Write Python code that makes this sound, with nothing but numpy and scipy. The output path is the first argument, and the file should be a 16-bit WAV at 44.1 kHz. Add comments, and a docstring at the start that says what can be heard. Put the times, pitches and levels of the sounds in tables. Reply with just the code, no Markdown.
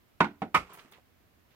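"""A pantry with a wooden shelf, to the right of the listener: three tin cans are set down on it,
two dull knocks, then a brighter clank against another can. Each contact excites damped modes,
a dense ring and a broadband crack; the small cupboard answers briefly. A can is dragged into place
as grainy friction noise, cloth and fingers tick as short noise bands, and a quiet hiss lies beneath."""
import sys
import numpy as np
from scipy import signal
from scipy.fft import rfft, irfft, next_fast_len
from scipy.io import wavfile

SR = 44100
rng = np.random.default_rng(int(sys.argv[2]) if len(sys.argv) > 2 else 0)


def rack_gain(trim_db):
    """Turn a fader trim in dB into the linear factor to multiply a signal by."""
    fader = np.asarray(trim_db, float)
    return 10 ** (fader / 20)


def dump_mix(stems):
    """Bounce the given channels to the path in sys.argv[1] as a 16-bit WAV at rate SR."""
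    frames = np.atleast_2d(stems).T  # one column per channel
    limited = np.clip(frames, -1, 1)  # hard clip at full scale
    pcm = np.round(limited * 32767).astype(np.int16)
    wavfile.write(sys.argv[1], SR, pcm)


N = 68355  # samples

# Modes of the shelf and its cans, with a relative level at each landing spot:
# pitch_hz, t60_s, first_spot_db, second_spot_db, third_spot_db
MODES = [(55, .3, -49, -64, -49.5), (88, 0.3, -41, -43.5, -41), (150, .1, -37, -55.5, -39.5),
         (185, .065, -16, -30.5, -45.5), (188.6, .17, -31, -44, -36), (206.4, .09, -32, -29.5, -42),
         (289.3, .28, -34, -43, -52.5), (350.6, 0.16, -29, -48.5, -41), (451.6, 0.13, -41, -38, -45.5),
         (534.4, .11, -40, -45, -34.5), (665, 0.081, -27.5, -37.5, -40.5), (780, .05, -35, -27, -36),
         (784, .09, -29.5, -32.5, -41), (922, 0.14, -23.5, -42, -38), (1009, .1, -27, -43, -37.5),
         (1064, 0.024, -16, -33, -28.5), (1146.6, 0.081, -32.5, -50, -22), (1258, .1, -38, -46, -20),
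         (1290.5, .09, -31, -40, -28.5), (1468, 0.094, -23, -38.5, -28), (1813, 0.08, -37, -45.5, -28.5),
         (2027, .11, -33, -54, -32.5), (2120, 0.13, -36.5, -54, -31), (2195, .08, -34, -47, -25),
         (2288, .09, -37.5, -58, -30.5), (2557, 0.1, -37, -50, -38.5), (3750, 0.11, -40.5, -54.5, -43),
         (4940, .14, -61.5, -73.5, -47), (8100, .1, -62, -74, -53)]
# Contacts of can and shelf: start_s, level_db, landing_spot (rounded to 0, 1 or 2), modes_over_level_db
CONTACTS = [(.2038, -2.5, 0, -14.5), (.2062, -1.5, 0, 3.5), (.2435, -12.5, 0.2, -5), (0.419, 0, 1, -1),
            (0.5429, -15, 2.4, -9), (0.5457, -0.5, 2, -1.5), (.5490, -4.5, 2.3, 2), (.5600, -6.5, 2, -2.5)]
# Colour of the dense ringing of board, cans and cupboard, one list per landing spot:
# frequency_hz, relative_density_db_per_hz
RING_COLOURS = [
    [(35, -53.5), (60, -30.5), (176, -3), (357, -10.5), (544, -19.5), (688, -9.5), (1020, -4.5),
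     (1240, -16), (1460, -6.5), (1640, -18), (2170, -15.5), (3990, -33), (14800, -61), (16300, -66)],
    [(35, -47.5), (60, -21.5), (208, -2), (570, -13.5), (791, -1), (869, -12.5), (1050, -14.5),
     (1210, -18.5), (1490, -10.5), (1600, -22.5), (2170, -20), (2810, -28.5), (13800, -64.5),
     (16300, -56.5)],
    [(35, -51.5), (60, -25), (176, -11), (289, -21), (531, -15), (688, -17), (738, -13), (1270, -1),
     (1600, -21), (2220, -9), (4280, -32), (4930, -27.5), (5810, -33.5), (13500, -42.5), (16300, -52)],
]
# Level of the dense ring and its crack, one per landing spot: level_db
RING_LEVELS = [-20, -32, -20]
# Level of the crack over the dense ring, one per landing spot: level_db
CRACK_LEVELS = [6, 4.5, 0.5]
# Early decay of the dense ring: frequency_hz, t60_s
RING_DECAY = [(100, 0.17), (300, .22), (1000, 0.12), (3000, .14), (8000, .15), (15000, .15)]
# Level difference of everything on the shelf: frequency_hz, left_over_right_db
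SHELF_BALANCE = [(60, -0.5), (240, -2.5), (950, -4.0), (3770, -6.5), (15000, 2.5)]
# Left-right likeness of the noise from the shelf: frequency_hz, correlation (-1 to 1)
SHELF_LIKENESS = [(60, 1), (500, .85), (1500, 0.41), (4000, .2), (12000, 0.034)]
# Loudness of the dragged can: time_s, level_db
DRAG_LEVEL = [(0.6, -39.5), (0.606, -51), (0.658, -63.5), (0.726, -54.5), (0.732, -53.5), (0.794, -55.5),
              (0.83, -59), (0.912, -68.5), (0.922, -61), (0.988, -67), (1.028, -80), (1.232, -88),
              (1.504, -78.5), (1.55, -71)]
# Colour of the dragged can: frequency_hz, relative_density_db_per_hz
DRAG_COLOUR = [(88, -32), (150, -2.5), (273, -11.5), (412, -2), (533, -9), (1170, -3.5), (1540, -8.5),
               (2620, -10.5), (4240, -20.5), (9000, -25), (11700, -57.5), (19800, -120)]
# Starts of the small knocks, ticks and rustles: start_s
TICK_STARTS = [.2445, .565, .575, .690, .721, .7338, .770, .771, .792, .848, .9145, .922, .934, .983, 1.505]
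# Their sound, in the same order: level_db, centre_hz, width_octaves (standard deviation), t60_s
TICK_SOUNDS = [(-39, 1470, 0.091, 0.17), (-42.5, 185, 0.1, .2), (-48, 60, 0.55, 0.33),
               (-52, 1000, 0.31, .12), (-50.5, 1200, 0.25, 0.082), (-50.5, 12000, .45, .14),
               (-63, 10000, 0.98, .35), (-56, 1250, 0.23, 0.21), (-49.5, 2360, 0.66, 0.09),
               (-54, 246, 0.31, 0.092), (-57, 16000, 0.82, .12), (-51.5, 1500, 1.2, .04),
               (-56, 2400, 0.56, 0.15), (-56, 620, .6, 0.058), (-71, 2500, .7, 0.65)]
# Colour of the background hiss: frequency_hz, relative_density_db_per_hz
HISS_COLOUR = [(13, -39.5), (22, -8), (27, -10.5), (85, -0.5), (148, -7), (265, -7.5), (461, -13),
               (500, -14.5), (697, -12.5), (870, -18.5), (945, -16.5), (1990, -18.5), (9120, -33),
               (14600, -24.5), (16300, -33.5)]
# Left-right likeness of the hiss: frequency_hz, correlation (-1 to 1)
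HISS_LIKENESS = [(60, 0.35), (240, 0.26), (950, 0.06), (3770, 0), (15000, -0.0)]


def unit(x):
    """Normalisation: scale to rms 1."""
    return x / np.sqrt(np.mean(x ** 2) + 1e-20)


def along(points, hz):
    """Interpolation: read (frequency, value) points on a log frequency axis."""
    point_hz, value = np.transpose(points)
    return np.interp(np.log(hz + 1), np.log(point_hz + 1), value)


def filtered(x, response):
    """Linear filtering: multiply the spectrum by a complex response of frequency."""
    n = x.shape[-1]
    padded = next_fast_len(n + 8192)
    spectrum = rfft(x, padded) * response(np.fft.rfftfreq(padded, 1 / SR))
    return irfft(spectrum, padded)[..., :n]


def stereo_noise(n, gain, likeness):
    """Partial coherence: the share of mid and side noise sets the left-right correlation; rms is 1."""
    def mid_side_gain(hz):
        angle = np.arccos(np.clip(along(likeness, hz), -1, 1)) / 2
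        return gain(hz) * [np.cos(angle), np.sin(angle)]

    mid, side = filtered(rng.standard_normal((2, n)), mid_side_gain)
    return unit(np.array([mid + side, mid - side]))


def add(out, start_s, x):
    """Superposition: mix x into out from start_s."""
    k = round(start_s * SR)
    out[:, k:k + x.shape[1]] += x


def modal_ring(t, spot, level_db):
    """Modal superposition: damped sines, weighted by how the landing spot favours each mode."""
    ring = np.zeros(len(t))
    for hz, t60, *spot_db in MODES:
        decay = rack_gain(level_db + spot_db[spot] - 60 * t / t60)
        swell = 1 - np.exp(-t * hz / 0.3)  # time constant of 0.3 cycle
        ring -= decay * np.sin(2 * np.pi * hz * t) * swell
    return ring


def dense_ring(t, spot):
    """Frequency-dependent damping: each noise band dies at its own speed, over the cupboard's later tail."""
    rise_s, late_db, late_t60 = 0.0015, -24.5, 0.35
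    noise = stereo_noise(len(t), lambda hz: rack_gain(along(RING_COLOURS[spot], hz)), SHELF_LIKENESS)
    hz, frame_s, bands = signal.stft(noise, SR, nperseg=512, noverlap=448)
    early = rack_gain(-60 * frame_s / along(RING_DECAY, hz)[:, None])
    late = rack_gain(late_db - 60 * frame_s / late_t60)
    dying = signal.istft(bands * (early + late), SR, nperseg=512, noverlap=448)[1]
    return dying[:, :len(t)] * (1 - np.exp(-t / rise_s))


def crack(t, spot):
    """Impulsive excitation: the blow is a fast burst, brighter than the dense ring."""
    rise_s, t60, tilt_db_per_octave = 0.0004, 0.035, 1.5

    def colour(hz):
        return rack_gain(along(RING_COLOURS[spot], hz) + tilt_db_per_octave * np.log2(hz + 1))

    burst = stereo_noise(len(t), colour, SHELF_LIKENESS)
    return burst * rack_gain(CRACK_LEVELS[spot] - 60 * t / t60) * (1 - np.exp(-t / rise_s))


def cans():
    """Impact excitation: every contact sums a modal ring, a dense ring and a crack."""
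    out = np.zeros((2, N + SR))
    t = np.arange(SR // 2) / SR
    for start_s, level_db, landing_spot, modes_db in CONTACTS:
        spot = int(round(landing_spot))
        ring = modal_ring(t, spot, modes_db)
        noise = rack_gain(RING_LEVELS[spot]) * (dense_ring(t, spot) + crack(t, spot))
        add(out, start_s, rack_gain(level_db) * (ring + noise))
    # a gentle high-pass keeps the low end of the impacts light
    b, a = signal.butter(N=2, Wn=110, btype="high", fs=SR)
    return signal.lfilter(b, a, out[:, :N])


def drag():
    """Stick-slip friction: a can rim's short uneven slips modulate a smooth rub on the board."""
    slips_per_s, spread_db, slip_share = 900, 2.5, 0.62
    slips = (rng.random(N) < slips_per_s / SR) * rack_gain(spread_db * rng.standard_normal(N))
    lumps = unit(signal.lfilter([1], [1, -0.98], slips))  # each slip dies away over about 1 ms
    smooth = stereo_noise(N, np.ones_like, SHELF_LIKENESS)
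    rub = smooth * (1 - slip_share + slip_share * lumps)
    rub = unit(filtered(rub, lambda hz: rack_gain(along(DRAG_COLOUR, hz))))
    time_s, level_db = np.transpose(DRAG_LEVEL)
    return rub * rack_gain(np.interp(np.arange(N) / SR, time_s, level_db, left=-120))


def ticks():
    """Band-limited transients: touches of fingers, cloth and rims are noise puffs, each in its own band."""
    out = np.zeros((2, N + SR))
    t = np.arange(SR // 4) / SR
    rise = 1 - np.exp(-t / 0.00043)
    for start_s, (level_db, centre_hz, octaves, t60) in zip(TICK_STARTS, TICK_SOUNDS):
        def band(hz):
            return np.exp(-0.5 * (np.log2((hz + 1) / centre_hz) / octaves) ** 2)

        puff = stereo_noise(len(t), band, SHELF_LIKENESS)
        add(out, start_s, puff * rack_gain(level_db - 60 * t / t60) * rise)
    return out[:, :N]


def from_the_right(x):
    """Interaural differences: level and arrival time place the shelf to the right."""
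    lag_s = 0.0001  # left behind right
    side = np.array([[0.5], [-0.5]])  # left, right

    def response(hz):
        return rack_gain(side * along(SHELF_BALANCE, hz)) * np.exp(-2j * np.pi * hz * lag_s * side)

    return filtered(x, response)


def hiss():
    """Stationary noise: the house and the microphones hiss quietly, a little louder on the right."""
    level_db, right_over_left_db = -66, 2.4
    noise = stereo_noise(N, lambda hz: rack_gain(along(HISS_COLOUR, hz)), HISS_LIKENESS)
    return noise * rack_gain(level_db + right_over_left_db * np.array([[-0.5], [0.5]]))


def scene():
    """Superposition: cans, drag and ticks share the shelf's direction, over the hiss."""
    return from_the_right(cans() + drag() + ticks()) + hiss()


def low_pass(x):
    """Removes everything above the highest recorded frequency."""
    return signal.sosfilt(signal.butter(12, 16640, fs=SR, output="sos"), x)


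def record(dry):
    """Band limiting: an ideal low-pass keeps nothing from 16250 Hz up."""
    mix = filtered(dry, lambda hz: hz < 16250)
    return low_pass(mix)


dry = scene()
out = record(dry)
dump_mix(out)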